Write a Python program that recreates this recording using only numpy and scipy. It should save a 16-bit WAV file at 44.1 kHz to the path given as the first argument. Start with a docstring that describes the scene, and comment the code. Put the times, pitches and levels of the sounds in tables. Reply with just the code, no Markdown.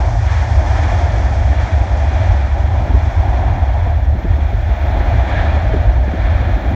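"""Across a wide field a twin-engined airliner rolls away at takeoff power: throbbing, fluttering bands of noise.
An insect in the grass ticks in short runs of scraped noise for two seconds; lumpy low noise is wind on the
microphone, its soft thuds, short bursts, begin near 0.9 s among the ticks and come more often after 2.8 s.
From 2.2 s another insect fades in with a high buzz, noise pulsed by wing strokes that slow down. The treble comes
and goes, its hiss thins out; near 5.4 s the fan whine, a blurred tone, stands out; the strongest thud is near 5.7 s."""
import sys
import numpy as np
from scipy import signal
from scipy.fft import rfft, irfft
from scipy.io import wavfile
from scipy.ndimage import uniform_filter1d, minimum_filter1d, map_coordinates

SR = 44100
rng = np.random.default_rng(int(sys.argv[2]) if len(sys.argv) > 2 else 0)


def file_out(sig):
    """Save sig as 16-bit WAV at sys.argv[1]."""
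    # one column per channel
    cols = np.atleast_2d(sig).T
    # limit, then scale
    lim = np.clip(cols, -1, 1)
    pcm = np.round(lim * 32767).astype(np.int16)
    wavfile.write(sys.argv[1], SR, pcm)


N = 297675
TIME = np.arange(N) / SR  # seconds

# the ground echo shifts the colour as the jet moves: t/s, factor on rumble f, factor on body f
COLOUR_SHIFT = [(0, 1.07, 1.055), (1.4, 1.028, 1.005), (2.3, .96, 1), (3.2, 1.024, 1.053),
                (4.4, 0.99, 0.99), (5.3, .93, 1), (6, .96, 0.95), (6.75, 0.95, 0.98)]


def from_db(db):
    """Decibels to gain."""
    return 10 ** (np.asarray(db) / 20)


def unit(x):
    """Scales to an rms of one."""
    return x / np.sqrt(np.mean(x ** 2) + 1e-20)


def curves(rows):
    """Each column of a curve table, sample by sample."""
    s, *columns = np.transpose(rows)
    return [np.interp(TIME, s, column) for column in columns]


def colour(x, spectrum):
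    """Filters by a spectrum drawn on a log-frequency axis."""
    hz, db = np.transpose(spectrum)
    bins = np.fft.rfftfreq(N, 1 / SR)
    gain_db = np.interp(np.log(bins + 1), np.log(hz), db)
    return irfft(rfft(x) * from_db(gain_db), N)


def noise(spectrum):
    """Coloured noise of unit level, so only the shape of the spectrum counts."""
    return unit(colour(rng.standard_normal(N), spectrum))


def wander(rate_hz):
    """Smooth chance of unit rms, falling off steeply above the rate."""
    bins = np.fft.rfftfreq(N, 1 / SR)
    lowpass = 1 / (1 + (bins / rate_hz) ** 4)
    return unit(irfft(rfft(rng.standard_normal(N)) * lowpass, N))


def steadied(x, seconds):
    """Evens out swells slower than the given window, keeps the faster throbs, and sets unit level."""
    window = np.hanning(max(int(seconds * SR), 9))
    energy = signal.fftconvolve(x ** 2, window, "same")
    weight = signal.fftconvolve(np.ones(N), window, "same")  # allows for the cut-off ends
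    power = energy / weight
    return unit(x / np.sqrt(np.abs(power) + 1e-9))


def shifted(x, factor):
    """Slides the whole spectrum of a noise up or down by a slowly changing factor."""
    position = np.cumsum(factor) % (N - 1)
    return map_coordinates(x, [position], order=3, mode="wrap")


def bursts(rows, rise, decay):
    """Envelope of events that rise quickly and die away, time constants in seconds."""
    envelope = np.zeros(N)
    for s, db in rows:
        age = np.maximum(TIME - s, 0)
        shape = (1 - np.exp(-age / rise)) * np.exp(-age / decay)
        envelope += from_db(db) * shape / (shape.max() + 1e-12)
    return envelope


def rumble(level_db=-12.5, swell_s=0.22):
    """The largest exhaust eddies throb around 70 Hz, by chance and in set surges and lulls."""
    # eddy noise before the colour shift: f/Hz, relative level/dB
    eddy_spectrum = [(8, -42), (19, -39.5), (27, -22), (36, -12), (50, -3), (73, 1), (85, -5), (106, -9),
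                     (128, -19), (155, -27.5), (260, -59.5), (600, -110)]
    # the band that holds the rumble: f/Hz, gain/dB
    deep_band = [(15, -42), (24, -20.5), (34, -1), (112, 0.5), (150, -6.5), (220, -42.5), (500, -88.5)]
    shift, _ = curves(COLOUR_SHIFT)
    eddies = steadied(shifted(noise(eddy_spectrum), shift), swell_s)
    throb = from_db(level_db + swells()) * eddies
    return colour(throb, deep_band)  # even the quickest surges stay deep


def swells():
    """Level change in dB from the rumble's deepest surges and lulls, each a smooth arch."""
    # centre t/s, length/s, change of level/dB
    arches = [(0.575, .06, 5), (1.474, .1, 4), (1.683, 0.1, -7.5), (1.774, 0.067, 4), (1.881, 0.063, -6.5),
              (2.31, .12, 4), (2.484, 0.065, -6), (2.879, .06, -7), (2.953, 0.085, 5.5), (3.117, 0.067, -9),
              (3.18, .06, 4), (4.119, .1, 3), (4.223, .15, -8), (4.304, 0.079, 5.5), (4.518, 0.052, -8.5),
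              (4.697, 0.071, 3), (4.782, .07, -10), (5.187, 0.11, 6), (5.27, 0.11, -7.5), (5.878, 0.06, 6),
              (5.978, 0.061, 5.5), (6.147, 0.11, -8.5), (6.318, 0.075, 6.5), (6.627, .1, -9.5)]
    change_db = 0
    for s, length, db in arches:
        change_db = change_db + db * np.cos(np.pi * np.clip((TIME - s) / length, -.5, .5))
    return change_db


def roar(body_db=0.48, rasp_db=-0.03, body_flutter_db=1.0, rasp_flutter_db=.5, hiss_flutter_db=0.96, flutter_hz=28):
    """Smaller eddies make the body, rasp and hiss; turbulent air makes them flutter."""
    # spectra, the body's before its colour shift: f/Hz, relative level/dB
    body_spectrum = [(90, -29.5), (160, -10.5), (330, -8.5), (440, -15.5), (520, -8), (600, -2), (665, 1),
                     (760, -1.5), (860, -5), (970, -9), (1100, -19), (1500, -39), (3000, -86)]
    rasp_spectrum = [(700, -32.5), (1100, -4.5), (1430, -2.5), (1800, -0.5), (2050, -4.5), (2420, -5),
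                     (2640, -16), (2820, -12.5), (3010, -17.5), (3200, -11.5), (3470, -11.5), (3750, -17),
                     (4150, -18), (4700, -27), (8000, -74)]
    hiss_spectrum = [(3000, -31), (4400, -2.5), (5050, -2), (5500, 0.5), (6300, -2), (7100, -6.5),
                     (8000, -15.5), (9200, -24.5), (10500, -36), (15800, -39.5)]
    # the body as the air carries it over, before its trim: t/s, level/dB
    body_level = [(0, -25.5), (.28, -29.5), (.72, -24.5), (.95, -24.5), (1.45, -27.5), (2.3, -25.6),
                  (2.48, -30), (2.85, -27.3), (3.05, -28), (3.35, -24.5), (3.9, -28), (4.07, -32.5),
                  (4.6, -31), (4.92, -25.5), (5.4, -24), (5.85, -26.5), (6.03, -29.5), (6.27, -27.5),
                  (6.75, -28.5)]
    # the rasp, the lower treble, before its trim: t/s, level/dB
    rasp_level = [(0, -33.5), (.18, -37), (.33, -29), (.6, -35), (.77, -29.5), (1.45, -34.5), (1.62, -31),
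                  (1.88, -34.5), (2.26, -31), (2.55, -35.5), (3.3, -34.5), (3.85, -36.3), (4.12, -40.5),
                  (4.35, -36), (4.63, -36.5), (4.78, -33.5), (5.25, -31), (5.38, -26.5), (5.52, -30.5),
                  (6.02, -36.5), (6.3, -31), (6.75, -35)]
    # the hiss, which the air swallows as the jet rolls away, before the rasp's swings: t/s, level/dB
    hiss_level = [(0, -45.5), (.87, -45.5), (1.9, -48.5), (2.65, -51.5), (3.1, -50), (3.5, -54),
                  (4.2, -55.5), (5.1, -53.5), (5.4, -54.5), (6.75, -56)]
    body, = curves(body_level)
    rasp, = curves(rasp_level)
    hiss, = curves(hiss_level)
    hiss = hiss + 0.5 * (rasp - rasp.mean())  # follows half of the rasp's swings
    _, shift = curves(COLOUR_SHIFT)
    hollow = steadied(shifted(noise(body_spectrum), shift), 0.18)
    out = from_db(body + body_db + body_flutter_db * wander(flutter_hz)) * hollow
    out += from_db(rasp + rasp_db + rasp_flutter_db * wander(flutter_hz)) * noise(rasp_spectrum)
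    return out + from_db(hiss + hiss_flutter_db * wander(flutter_hz)) * noise(hiss_spectrum)


def fans(start_hz=1784, sag_hz_per_s=15, gain_db=-1, blur_hz=95):
    """The blade tone sinks as the jet speeds away; the air scatters it into a narrow band."""
    # the whine before the gain: t/s, level/dB
    whine_level = [(0, -55), (.4, -44), (3.2, -54), (4.4, -54.5), (4.85, -47), (5.28, -41), (5.38, -25),
                   (5.47, -44.5), (6.75, -41.5)]
    level_db, = curves(whine_level)
    phase = 2 * np.pi * np.cumsum(start_hz - sag_hz_per_s * TIME) / SR
    tone = wander(blur_hz) * np.cos(phase) + wander(blur_hz) * np.sin(phase)
    return from_db(level_db + gain_db) * steadied(tone, 0.14)


def wind(gain_db=-0.7, lumps_db=3.5, lumps_hz=25, buffet_db=-9.0, edge_db=-5.5):
    """Lumpy low turbulence at the microphone, with soft thuds, some duller than others."""
    # breeze at the microphone before the gain: t/s, level/dB
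    breeze_level = [(0, -38.5), (1.5, -32.5), (2.7, -34), (2.9, -26.5), (3.05, -37.5), (3.55, -30),
                    (3.8, -44), (4.25, -32), (4.72, -40.5), (4.9, -30.5), (5.72, -29), (5.85, -34.5),
                    (6.75, -26)]
    # single buffets before their trims: t/s, peak level/dB, upper part's level relative to it/dB
    buffets = [(0.929, -18, -18), (1.235, -23, -22), (2.868, -20.5, -16), (2.939, -13, -13),
               (3.867, -21, -3), (4.147, -16, -10.5), (4.242, -13, -12), (4.382, -14, -24),
               (4.528, -21, -3), (4.688, -17.5, -11), (5.735, -8, -6.5), (5.759, -19, -7),
               (6.075, -14, -11), (6.134, -11.5, -7), (6.712, -11.5, -21)]
    # spectra of the flow, the thuds and their upper part: f/Hz, relative level/dB
    flow_spectrum = [(60, -27), (150, 0.5), (240, -0.5), (340, -3.5), (450, -14.5), (700, -17), (1500, -42),
                     (4000, -82.5)]
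    thud_spectrum = [(60, -17.5), (140, -4), (185, 4), (260, -5.5), (380, -14.5), (1000, -45.5),
                     (4000, -90)]
    edge_spectrum = [(120, -25), (280, -4), (385, 5.5), (540, -4.5), (1000, -28.5), (4000, -64.5)]
    level_db, = curves(breeze_level)
    lumpy = from_db(lumps_db * wander(lumps_hz)) * noise(flow_spectrum)
    flow = from_db(level_db + gain_db) * steadied(lumpy, .12)
    thud_peaks = [(s, db + buffet_db) for s, db, _ in buffets]
    edge_peaks = [(s, db + upper + edge_db) for s, db, upper in buffets]
    thuds = bursts(thud_peaks, rise=.005, decay=0.012) * steadied(noise(thud_spectrum), 0.031)
    edges = bursts(edge_peaks, rise=0.0065, decay=0.011) * steadied(noise(edge_spectrum), 0.019)
    return flow + thuds + edges


def insects(buzz_db=3.5, stroke_depth_db=4.0, tooth_db=1.5, tooth_hz=700, tick_db=-4):
    """Wings scrape tooth by tooth: runs of ticks from one insect, a steady stream of strokes from the other."""
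    # scraping wings: f/Hz, relative level/dB
    wing_spectrum = [(8000, -46), (10500, -15.5), (11400, -9.5), (12200, -11.5), (13000, -5), (14000, -3),
                     (14600, -4.5), (15150, -2), (15800, -7)]
    # the buzz before its trim: t/s, level/dB
    buzz_level = [(2.2, -82), (2.65, -70), (4.1, -68), (5.11, -64), (5.3, -68), (6.1, -68.5), (6.75, -64)]
    # short runs of ticks before their trim: start t/s, length/s, peak level/dB
    tick_runs = [(.08, .61, -60), (.745, .11, -61), (.96, .11, -61), (1.581, .11, -60), (1.821, .04, -65),
                 (2.001, .11, -63)]
    tick_gap_s = .072
    # quick strokes at first, settling towards a slower pace
    start_hz, settled_hz, settle_s = 57.8, 55.1, 1.3
    level_db, = curves(buzz_level)
    age = np.maximum(TIME - buzz_level[0][0], 0)
    rate = settled_hz + (start_hz - settled_hz) * np.exp(-age / settle_s)
    phase = 2 * np.pi * np.cumsum(rate) / SR
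    strokes = unit(from_db(stroke_depth_db * np.cos(phase)))
    buzz = from_db(level_db + buzz_db) * strokes * (age > 0)
    beats = [(start + s, db) for start, length, db in tick_runs for s in np.arange(0, length, tick_gap_s)]
    ticks = from_db(tick_db) * bursts(beats, rise=.002, decay=.006)
    scrape = unit(noise(wing_spectrum) * from_db(tooth_db * wander(tooth_hz)))
    return (buzz + ticks) * scrape


def scene():
    """The jet far off across the field, wind and insects close to the microphone."""
    return (rumble() + roar() + fans() + wind() + insects())[None]


def record(dry, ceiling=1.0, edge_hz=15780):
    """A smooth peak limiter holds the loudest peaks; then soft ends and the upper band limit."""
    room = np.minimum(1, min(ceiling, 1) / (np.abs(dry) + 1e-9))
    gain = uniform_filter1d(minimum_filter1d(room, size=900), size=900)  # windows in samples
    ends = signal.windows.tukey(N, .001)
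    lowpass = signal.firwin(1023, edge_hz, window=("kaiser", 9), fs=SR)
    return signal.oaconvolve(dry * gain * ends, lowpass[None], "same")


dry = scene()
out = record(dry)
file_out(out)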